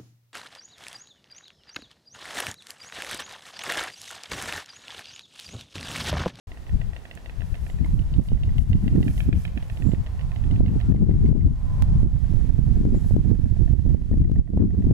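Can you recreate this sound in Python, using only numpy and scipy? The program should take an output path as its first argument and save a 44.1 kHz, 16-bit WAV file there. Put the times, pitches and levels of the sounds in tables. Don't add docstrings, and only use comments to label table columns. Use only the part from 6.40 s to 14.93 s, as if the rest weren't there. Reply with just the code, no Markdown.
import sys
import numpy as np
from scipy import signal
from scipy.fft import rfft, irfft, next_fast_len
from scipy.io import wavfile
from scipy.ndimage import uniform_filter1d

SR = 44100
rng = np.random.default_rng(int(sys.argv[2]) if len(sys.argv) > 2 else 0)


def dump_mix(stems):
    frames = np.atleast_2d(stems).T
    limited = np.clip(frames, -1, 1)
    pcm = np.round(limited * 32767).astype(np.int16)
    wavfile.write(sys.argv[1], SR, pcm)


N = 376173
TIME = np.arange(N) / SR

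# t/s, level/dB, bill note f/Hz, upper notes/dB
BRIGHT_SWING = [(.12, -32, 1930, -9), (.27, -38, 1880, -7), (.416, -29, 1886, -11),
                (.72, -28.5, 1970, -6.5), (1.01, -36.5, 1970, -3.5), (1.44, -30.5, 2050, -13),
                (1.62, -43, 2090, 7.5), (2.48, -27, 1950, -6), (3.08, -37.5, 2040, -3.5),
                (3.66, -35, 2040, -8), (4.25, -32.5, 2060, -6), (5.01, -34.5, 2050, -16)]
FAST_SWING = [(.17, -35.5, 1860, -10.5), (.85, -28.5, 1810, -10.5), (1.35, -35, 1760, -7.5),
              (1.55, -52, 1790, -8), (2.1, -36, 2000, -18), (2.5, -40, 1912, -25), (2.7, -24.5, 1710, -3),
              (3.06, -26.5, 1726, -2), (3.55, -34, 1890, -8.5), (4.3, -36.5, 1800, -1.5),
              (4.52, -33, 1770, -11)]
FAR_SWING = [(5.76, -45, 1600, -18), (6.5, -42, 1590, -14), (6.82, -45, 1650, -11),
             (7.39, -35.5, 1750, -18), (7.52, -48, 1850, -15), (7.75, -33, 1860, -18),
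             (8.17, -33.5, 1880, -24), (8.42, -39.5, 1900, -11.5)]
# t/s, rate/(clacks a second)
BRIGHT_PACE = [(.1, 6.688), (1.2, 6.852), (2.85, 6.657), (3.4, 6.904), (3.9, 6.646), (5, 6.699)]
FAST_PACE = [(.17, 8.306), (.45, 8.368), (1.05, 8.057), (1.6, 8.577), (2.56, 8.466), (2.68, 8.086),
             (3.7, 8.086), (4.2, 8.306)]
FAR_PACE = [(5.76, 12.38), (6.1, 11.464), (7.1, 8.99), (7.9, 8.652)]
def storks():
    bright = clatter(clack_run(.117, 5.01, BRIGHT_PACE, BRIGHT_SWING), pouch_db=-44.5, pan_db=-8)
    fast = clatter(clack_run(.173, 4.522, FAST_PACE, FAST_SWING), pouch_db=-45.5, pan_db=-5.5)
    far = clatter(clack_run(5.763, 8.422, FAR_PACE, FAR_SWING), pouch_db=-42.5, pan_db=-9.5, lag_s=.0001)
    return bright + fast + far


def clack_run(start_s, end_s, pace, swing, uneven_db=0.17, uneven_hz=12):
    times = [start_s]
    while times[-1] + .5 / pace[-1][1] < end_s:
        times.append(times[-1] + 1 / np.interp(times[-1], *np.transpose(pace)))
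    db, hz, upper_db = curves(swing, times)
    force, contact = rng.standard_normal((len(times), 2)).T
    return np.transpose([times, db + uneven_db * force, hz + uneven_hz * contact, upper_db])


# multiple of the bill note, level/dB, time to fade by 60 dB/s
BILL_NOTES = [(1, -2, 0.016), (.88, -11.5, 0.014), (1.42, 9.5, 0.0082), (1.56, -11, 0.014),
              (1.82, -7, 0.028), (2.2, -7, 0.011), (2.65, -25, 0.0045)]
# f/Hz, level/dB, time to fade by 60 dB/s
POUCH_NOTES = [(681, 1, 0.034), (545, -8.5, 0.03), (970, -6, 0.0082)]
def clatter(clacks, pouch_db, pan_db, lag_s=0.00013, pouch_pan_db=4, pouch_follow=0.53, scatter=0.012):
    out, t = np.zeros((2, N)), np.arange(SR // 25) / SR
    age = np.maximum(t - np.array([[lag_s], [0]]), 0)
    onset = 1 - np.exp(-age / 0.0006)
    ratio, note_db, fade_s = np.transpose(BILL_NOTES)[:, :, None, None]
    for s, db, hz, upper_db in clacks:
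        detune = 1 + scatter * rng.standard_normal(ratio.shape)
        gain = amp(note_db + upper_db * (ratio > 1.2) - 60 * age / fade_s)
        bill = (gain * np.sin(2 * np.pi * hz * ratio * detune * age)).sum(0) * onset
        pouch = sum(amp(level - 60 * t / ring_s) * np.sin(2 * np.pi * f * detune[0, 0] * t)
                    for f, level, ring_s in POUCH_NOTES)
        knock_db = pouch_db + pouch_follow * (db - np.mean(clacks, 0)[1])
        clack = amp(db) * sides(pan_db) * bill + amp(knock_db) * sides(pouch_pan_db) * pouch
        add(out, s, pine_echoes(clack))
    return out


def pine_echoes(x, near_db=-9, short_s=0.03, echo_db=-17, echo_s=0.025, tail_db=-12, tail_s=0.69):
    t = np.arange(SR // 3) / SR
    fade_s = np.array([short_s, short_s, tail_s])[:, None, None]
    near, echo, tail = rng.standard_normal((3, 2, len(t))) * amp(-60 * t / fade_s)
    echo = np.roll(echo, round(echo_s * SR), axis=1)
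    paths = amp(near_db) * evened(near) + amp(echo_db) * evened(echo) + amp(tail_db) * evened(tail)
    paths /= np.sqrt(len(t))
    paths[:, 0] += 1
    return signal.fftconvolve(x, paths, axes=1)


# t/s, rumble level/dB
BREEZE_LEFT = [(.1, -38), (.26, -39), (.46, -19), (.68, -53), (1.0, -26), (1.52, -22.5), (2.09, -23),
               (2.95, -20), (3.12, -31.5), (3.82, -29.5), (4.43, -26), (5.08, -7), (5.17, -23.5),
               (5.7, -16.5), (5.8, -28.5), (6.38, -29), (7.4, -25), (7.73, -27)]
BREEZE_RIGHT = [(.1, -40), (.39, -31.5), (.67, -43), (1.1, -37), (1.5, -23), (2.03, -24.5), (2.48, -19.5),
                (3.28, -29), (3.62, -28.5), (4.04, -20), (4.99, -15), (5.15, -19.5), (5.73, -15),
                (6.72, -15.5), (7.5, -10), (7.63, -16.5), (8.24, -7.5), (8.39, -13)]
def wind():
    return np.array([turbulence(*airflow(0, BREEZE_LEFT)), turbulence(*airflow(1, BREEZE_RIGHT))])


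# t/s, half length/s, rumble level/dB, flutter level/dB, left minus right/dB
GUST_SWELLS = [(0.343, 0.023, -15.5, -38, 8), (0.762, 0.018, -43, -47.5, -20), (1.43, 0.032, -25, -30, 29),
               (1.562, 0.034, -15, -32, -14), (1.797, .022, -15.5, -25, -24),
               (1.936, 0.018, -8.5, -22.5, -14), (2.08, 0.051, -20, -36, -5),
               (2.21, 0.067, -14.5, -30.5, 26), (2.331, 0.031, -13.5, -23, -4), (2.451, 0.022, -40, -21, 5),
               (2.576, 0.038, -39, -18, -2), (2.652, 0.045, -38, -22.5, -4.5), (2.895, .016, -20, -16, -17),
               (2.943, 0.024, -18.5, -23, 5), (3.161, .017, -26, -26.5, -17),
               (3.494, 0.057, -18, -25.5, -16), (3.594, 0.013, -19.5, -28, 21),
               (4.109, 0.045, -16.5, -27, -12.5), (4.227, 0.058, -14, -21.5, -0.5),
               (4.34, 0.018, -22, -18.5, 21), (4.544, 0.053, -15, -18, 12.5), (4.671, 0.052, -11, -12, 14),
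               (4.915, 0.067, -15, -16, 24), (5.076, 0.029, -17.5, -23.5, 2),
               (5.653, 0.015, -9.5, -18, -9.5), (6.033, 0.048, -23, -32, -16),
               (6.273, 0.036, -12.5, -25.5, -15.5), (6.472, 0.098, -25.5, -22.5, 10.5),
               (6.709, 0.011, -15.5, -34.5, -28), (6.769, 0.018, -11, -15, 19.5),
               (6.892, 0.044, -20.5, -20.5, -23), (7.055, 0.012, -21, -20.5, -11),
               (7.214, 0.018, -23.5, -26, -20), (7.543, 0.062, -24, -23, 2.5),
               (7.725, 0.018, -18, -17.5, 18), (7.793, 0.053, -17, -27, -9), (7.88, 0.11, -11, -23.5, 12),
               (7.994, 0.018, -5.5, -17, -13), (8.199, 0.04, -9.5, -6.5, 13), (8.337, 0.065, -23, -19.5, 7),
               (8.515, 0.065, -14.5, -15, 8.5)]
def airflow(side, breeze, flutter_growth=1.54):
    breeze_db, = curves(breeze)
    rumble = amp(breeze_db) ** 2
    flutter = amp(-39.5 + flutter_growth * (breeze_db + 20)) ** 2
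    for s, half_s, rumble_db, flutter_db, pan_db in GUST_SWELLS:
        near = slice(*np.searchsorted(TIME, [s - 4 * half_s, s + 4 * half_s]))
        swell = sides(pan_db)[side] ** 2 * np.exp(-((TIME[near] - s) / half_s) ** 2)
        rumble[near] += amp(rumble_db) ** 2 * swell
        flutter[near] += amp(flutter_db) ** 2 * swell
    return 10 * np.log10(rumble), 10 * np.log10(flutter)


# f/Hz, relative level/dB
DEEP_TONE = [(5, -27), (20, -4.5), (40, -4.5), (65, -6), (100, -17.5), (160, -30.5), (400, -60),
             (1000, -91.5)]
RUMBLE_TONE = [(5, -30), (30, -5.5), (70, 1.5), (115, -0.5), (160, -6.5), (230, -23), (400, -52),
               (1000, -81.5)]
FLUTTER_TONE = [(60, -21), (130, -3.5), (185, 7), (250, -1.5), (330, -12.5), (450, -22), (700, -58),
                (1400, -75.5), (3000, -91.5)]
TEARING_TONE = [(150, -18.5), (290, 10), (420, -6.5), (550, -17), (750, -24), (1100, -33), (2000, -46.5),
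                (6000, -74.5)]
def turbulence(rumble_db, flutter_db, rumble_shift=.35, tearing_growth=1.38):
    hardest_db = flutter_db.max()
    puffs = np.clip(wander(11.7), -1.5, 1.5)
    rumble_db, flutter_db = rumble_db + 1.76 * puffs, flutter_db + 3 * puffs
    swirls = np.clip(steadied(wander(33.4), 0.15), -1.7, 1.7)
    upper_db = rumble_shift * (flutter_db - rumble_db + 13)
    low = noise(DEEP_TONE) + amp(upper_db) * noise(RUMBLE_TONE)
    rumble = amp(rumble_db) * steadied(low * amp(3 * swirls), 0.085)
    flutter = amp(flutter_db - 1) * steadied(noise(FLUTTER_TONE) * amp(5.5 * swirls), 0.087)
    tearing_db = hardest_db + tearing_growth * (flutter_db - hardest_db) - 7
    tearing = amp(tearing_db) * steadied(noise(TEARING_TONE) * amp(6 * swirls), 0.069)
    return rumble + flutter + tearing


# t/s, level/dB, half width/s, left minus right/dB
AIR_SLAPS = [(1.797, -13, 0.00055, -32), (1.919, -13, 0.00059, -19), (2.559, -3, .0013, -16),
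             (2.89, -6.5, 0.0013, -19), (3.536, -3, 0.00091, -28), (4.207, -3.5, 0.00067, 23),
             (4.523, -4, 0.00087, 29), (4.548, -8, 0.00068, 18), (4.623, -6.5, 0.00072, 16),
             (4.694, -1, 0.00091, 23), (4.928, -6, 0.00074, 6), (4.965, -4.5, 0.0011, 15),
             (5.632, 1, 0.0011, -41), (5.939, -14.5, 0.00095, -34), (6.191, -11, 0.00099, -30),
             (6.453, -3, 0.00086, 30), (6.547, -10.5, 0.00081, 9), (6.71, -9.5, 0.00069, -30),
             (6.766, 0, 0.00083, 30), (7.337, -6, 0.00096, -26), (7.464, -8.5, 0.00079, -33),
             (7.548, -2.5, 0.00075, -23), (7.715, 0.5, 0.001, 18), (7.741, -3.5, 0.00084, 24),
             (7.781, -3.5, 0.0017, -12), (7.898, -5.5, 0.0008, 16), (7.917, 2.5, 0.0014, 16),
             (8.136, -3, 0.00083, -18), (8.175, 3.5, 0.00064, 9), (8.47, -3, 0.001, 12),
             (8.511, 1, 0.0008, 8.5)]
def air_slaps(lean=0.89, low_cut_hz=70, click_gain=0.04, click_s=0.0018):
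    out, t = np.zeros((2, N)), np.arange(-SR // 50, SR // 50) / SR
    low_cut = signal.butter(1, low_cut_hz, "high", fs=SR, output="sos")
    click = click_gain * (t > 0) * np.exp(-abs(t) / click_s)
    for (s, db, width_s, pan_db), sign in zip(AIR_SLAPS, rng.choice([-1, 1], len(AIR_SLAPS))):
        push = (1 + lean * t / width_s) / (1 + (t / width_s) ** 2) * np.hanning(len(t))
        slap = sides(pan_db) * signal.sosfilt(low_cut, push - click)
        add(out, s + t[0], sign * amp(db) * slap / abs(slap).max())
    return out


# t/s, level/dB, left minus right/dB, time to fade by 60 dB/s, f/Hz, fizz amount
NEAR_TICKS = [(.7525, -33, -12, .008, 7000, 1.2), (1.4615, -36, 0, .016, 950, .12),
              (5.4233, -16.5, -24, .0016, 0, .08), (6.764, -35, 18, .022, 950, 0)]
def ticks():
    out, t = np.zeros((2, N)), np.arange(SR // 50) / SR
    for s, db, pan_db, fade_s, hz, fizz in NEAR_TICKS:
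        snap = np.cos(2 * np.pi * hz * t) + fizz * rng.standard_normal(len(t))
        snap *= amp(-60 * t / fade_s)
        add(out, s, amp(db) * sides(pan_db) * snap / abs(snap).max())
    return out


# t/s, level/dB, half length/s, left minus right/dB
RUSTLE_STROKES = [(1.106, -64.5, 0.059, -17), (1.27, -62, 0.064, -8), (1.466, -65, 0.023, -14),
                  (1.564, -64, 0.066, -7), (1.856, -58, 0.033, -3), (2.21, -57, 0.027, -2),
                  (2.294, -60, 0.011, -9), (2.44, -68, 0.13, -13), (2.7, -59, 0.079, -7),
                  (2.792, -56, 0.051, -9), (3.004, -58.5, 0.048, -8), (3.38, -66, 0.15, -5),
                  (6.623, -66.5, 0.061, -6), (6.685, -62, 0.044, -4)]
# f/Hz, relative level/dB
RUSTLE_TONE = [(1000, -19), (3000, -3), (5500, 5), (7500, 3.5), (9000, 4), (11300, 6.5), (14000, -2),
               (16000, -12)]
def rustles(boost_db=1, grain_db=1.5):
    power = sum((amp(db) * sides(pan_db)) ** 2 * np.exp(-((TIME - s) / half_s) ** 2)
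                for s, db, half_s, pan_db in RUSTLE_STROKES)
    return np.sqrt(power) * amp(boost_db + grain_db * wander(150)) * wide_noise(RUSTLE_TONE)


# t/s, level/dB, f/Hz, length/s
BIRD_CALLS = [(1.27, -64, 7400, .07), (1.4, -70, 1422, 0.37), (3.32, -69, 7550, .07),
              (3.39, -63.5, 7160, .09), (3.447, -59, 7370, 0.086), (4.4, -62, 1388, 0.15),
              (6.54, -61, 7300, 0.061)]
def bird_calls(trim_db=-2, pan_db=-3, waver=.02):
    out, drift = np.zeros((2, N)), wander(220)
    for s, db, hz, length_s in BIRD_CALLS:
        pitch = hz * (1 + waver * drift[int(s * SR):][:int(length_s * SR)])
        whistle = np.hanning(len(pitch)) * np.sin(2 * np.pi * np.cumsum(pitch) / SR)
        call = amp(db + trim_db) * sides(pan_db) * whistle
        add(out, s, pine_echoes(call, near_db=0, tail_db=2, tail_s=.5))
    return out


# f/Hz, relative level/dB
TREE_TONE = [(30, 8), (200, 4.5), (400, -1.5), (700, -10), (1000, -22), (1350, -14.5), (1850, -10.5),
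             (2300, -14.5), (2800, -16), (3500, -17), (6000, -21), (11000, -26.5), (16000, -33)]
def trees(level_db=-49.5, waver_db=0.5):
    return amp(level_db + waver_db * wander(18.6)) * wide_noise(TREE_TONE)


# t/s, rush level/dB, tyre whine level/dB
ROAD_LEVELS = [(0, -59, -74), (2.5, -58.5, -71.5), (3.4, -57, -78.5), (3.9, -54.5, -61), (4.45, -54, -92),
               (4.9, -57.5, -69), (5.15, -54.5, -60), (5.36, -53.5, -53), (5.58, -53.5, -64),
               (5.8, -59.5, -70), (6.5, -59.5, -77), (8.53, -64, -71)]
# f/Hz, relative level/dB
RUSH_TONE = [(200, -28), (550, 3), (820, 5), (1100, 0), (1500, -5), (2500, -32.5), (6000, -62.5)]
WHINE_TONE = [(700, -43.5), (950, -41.5), (1010, 14), (1070, 2.5), (1200, -19), (1400, -46.5)]
def far_road(pan_db=3):
    rush_db, whine_db = curves(ROAD_LEVELS)
    rush = amp(rush_db) * wide_noise(RUSH_TONE)
    whine = amp(whine_db) * wide_noise(WHINE_TONE)
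    return sides(pan_db) * (rush + whine)


# f/Hz, likeness from 0 to 1
SIDE_LIKENESS = [(100, 0.3), (600, 0.66), (1500, 0.22), (3000, 0.3), (8000, 0.48), (16000, 0.2)]
def wide_noise(tone):
    size = next_fast_len(N)
    hz = np.fft.rfftfreq(size, 1 / SR)
    left, other = rfft(rng.standard_normal((2, size)))
    alike = value_at(SIDE_LIKENESS, hz)
    right = alike * left + np.sqrt(1 - alike ** 2) * other
    return evened(irfft(np.array([left, right]) * amp(value_at(tone, hz)), size)[:, :N])


def noise(tone):
    size = next_fast_len(N)
    gain = amp(value_at(tone, np.fft.rfftfreq(size, 1 / SR)))
    return evened(irfft(rfft(rng.standard_normal(size)) * gain, size)[:N])


def wander(rate_hz):
    smoothing = signal.butter(2, rate_hz, fs=SR, output="sos")
    return evened(signal.sosfilt(smoothing, rng.standard_normal(N)))


def smoothed(x, seconds):
    size = int(seconds * SR)
    return uniform_filter1d(uniform_filter1d(x, size), size)


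def steadied(x, seconds):
    return x / np.sqrt(abs(smoothed(x ** 2, seconds)) + 1e-9)


def amp(db):
    return 10 ** (np.asarray(db) / 20)


def evened(x):
    return x / np.sqrt(np.mean(x ** 2) + 1e-20)


def value_at(table, hz):
    f, value = np.transpose(table)
    return np.interp(np.log(hz + 1), np.log(f + 1), value)


def curves(table, times=TIME):
    s, *columns = np.transpose(table)
    return [np.interp(times, s, column) for column in columns]


def sides(pan_db):
    return evened(amp([[pan_db / 2], [-pan_db / 2]]))


def add(mix, s, sound):
    part = mix[:, max(round(s * SR), 0):][:, :sound.shape[1]]
    part += sound[:, :part.shape[1]]


def limiter(x, threshold_db=-5.5, attack_s=0.0015, recovery_db_per_s=28):
    over_db = np.maximum(20 * np.log10(abs(x).max(0) + 1e-9) - threshold_db, 0)
    recovered_db = recovery_db_per_s * TIME
    held_db = np.maximum.accumulate(over_db + recovered_db) - recovered_db
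    return x * amp(-smoothed(held_db, attack_s))


def scene():
    return storks() + wind() + trees() + far_road() + rustles() + bird_calls() + ticks() + air_slaps()


def record(dry, start_s=.07, top_hz=15900):
    fades = np.interp(TIME, [start_s, start_s + .002, TIME[-1] - .001, TIME[-1]], [0, 1, 1, 0])
    live = limiter(dry) * fades
    live /= (1 + live ** 4) ** (1 / 4)
    treble_cut = signal.firwin(511, top_hz, window=("kaiser", 9), fs=SR)
    return signal.oaconvolve(live, treble_cut[None], "same")


dry = scene()
out = record(dry)
dump_mix(out)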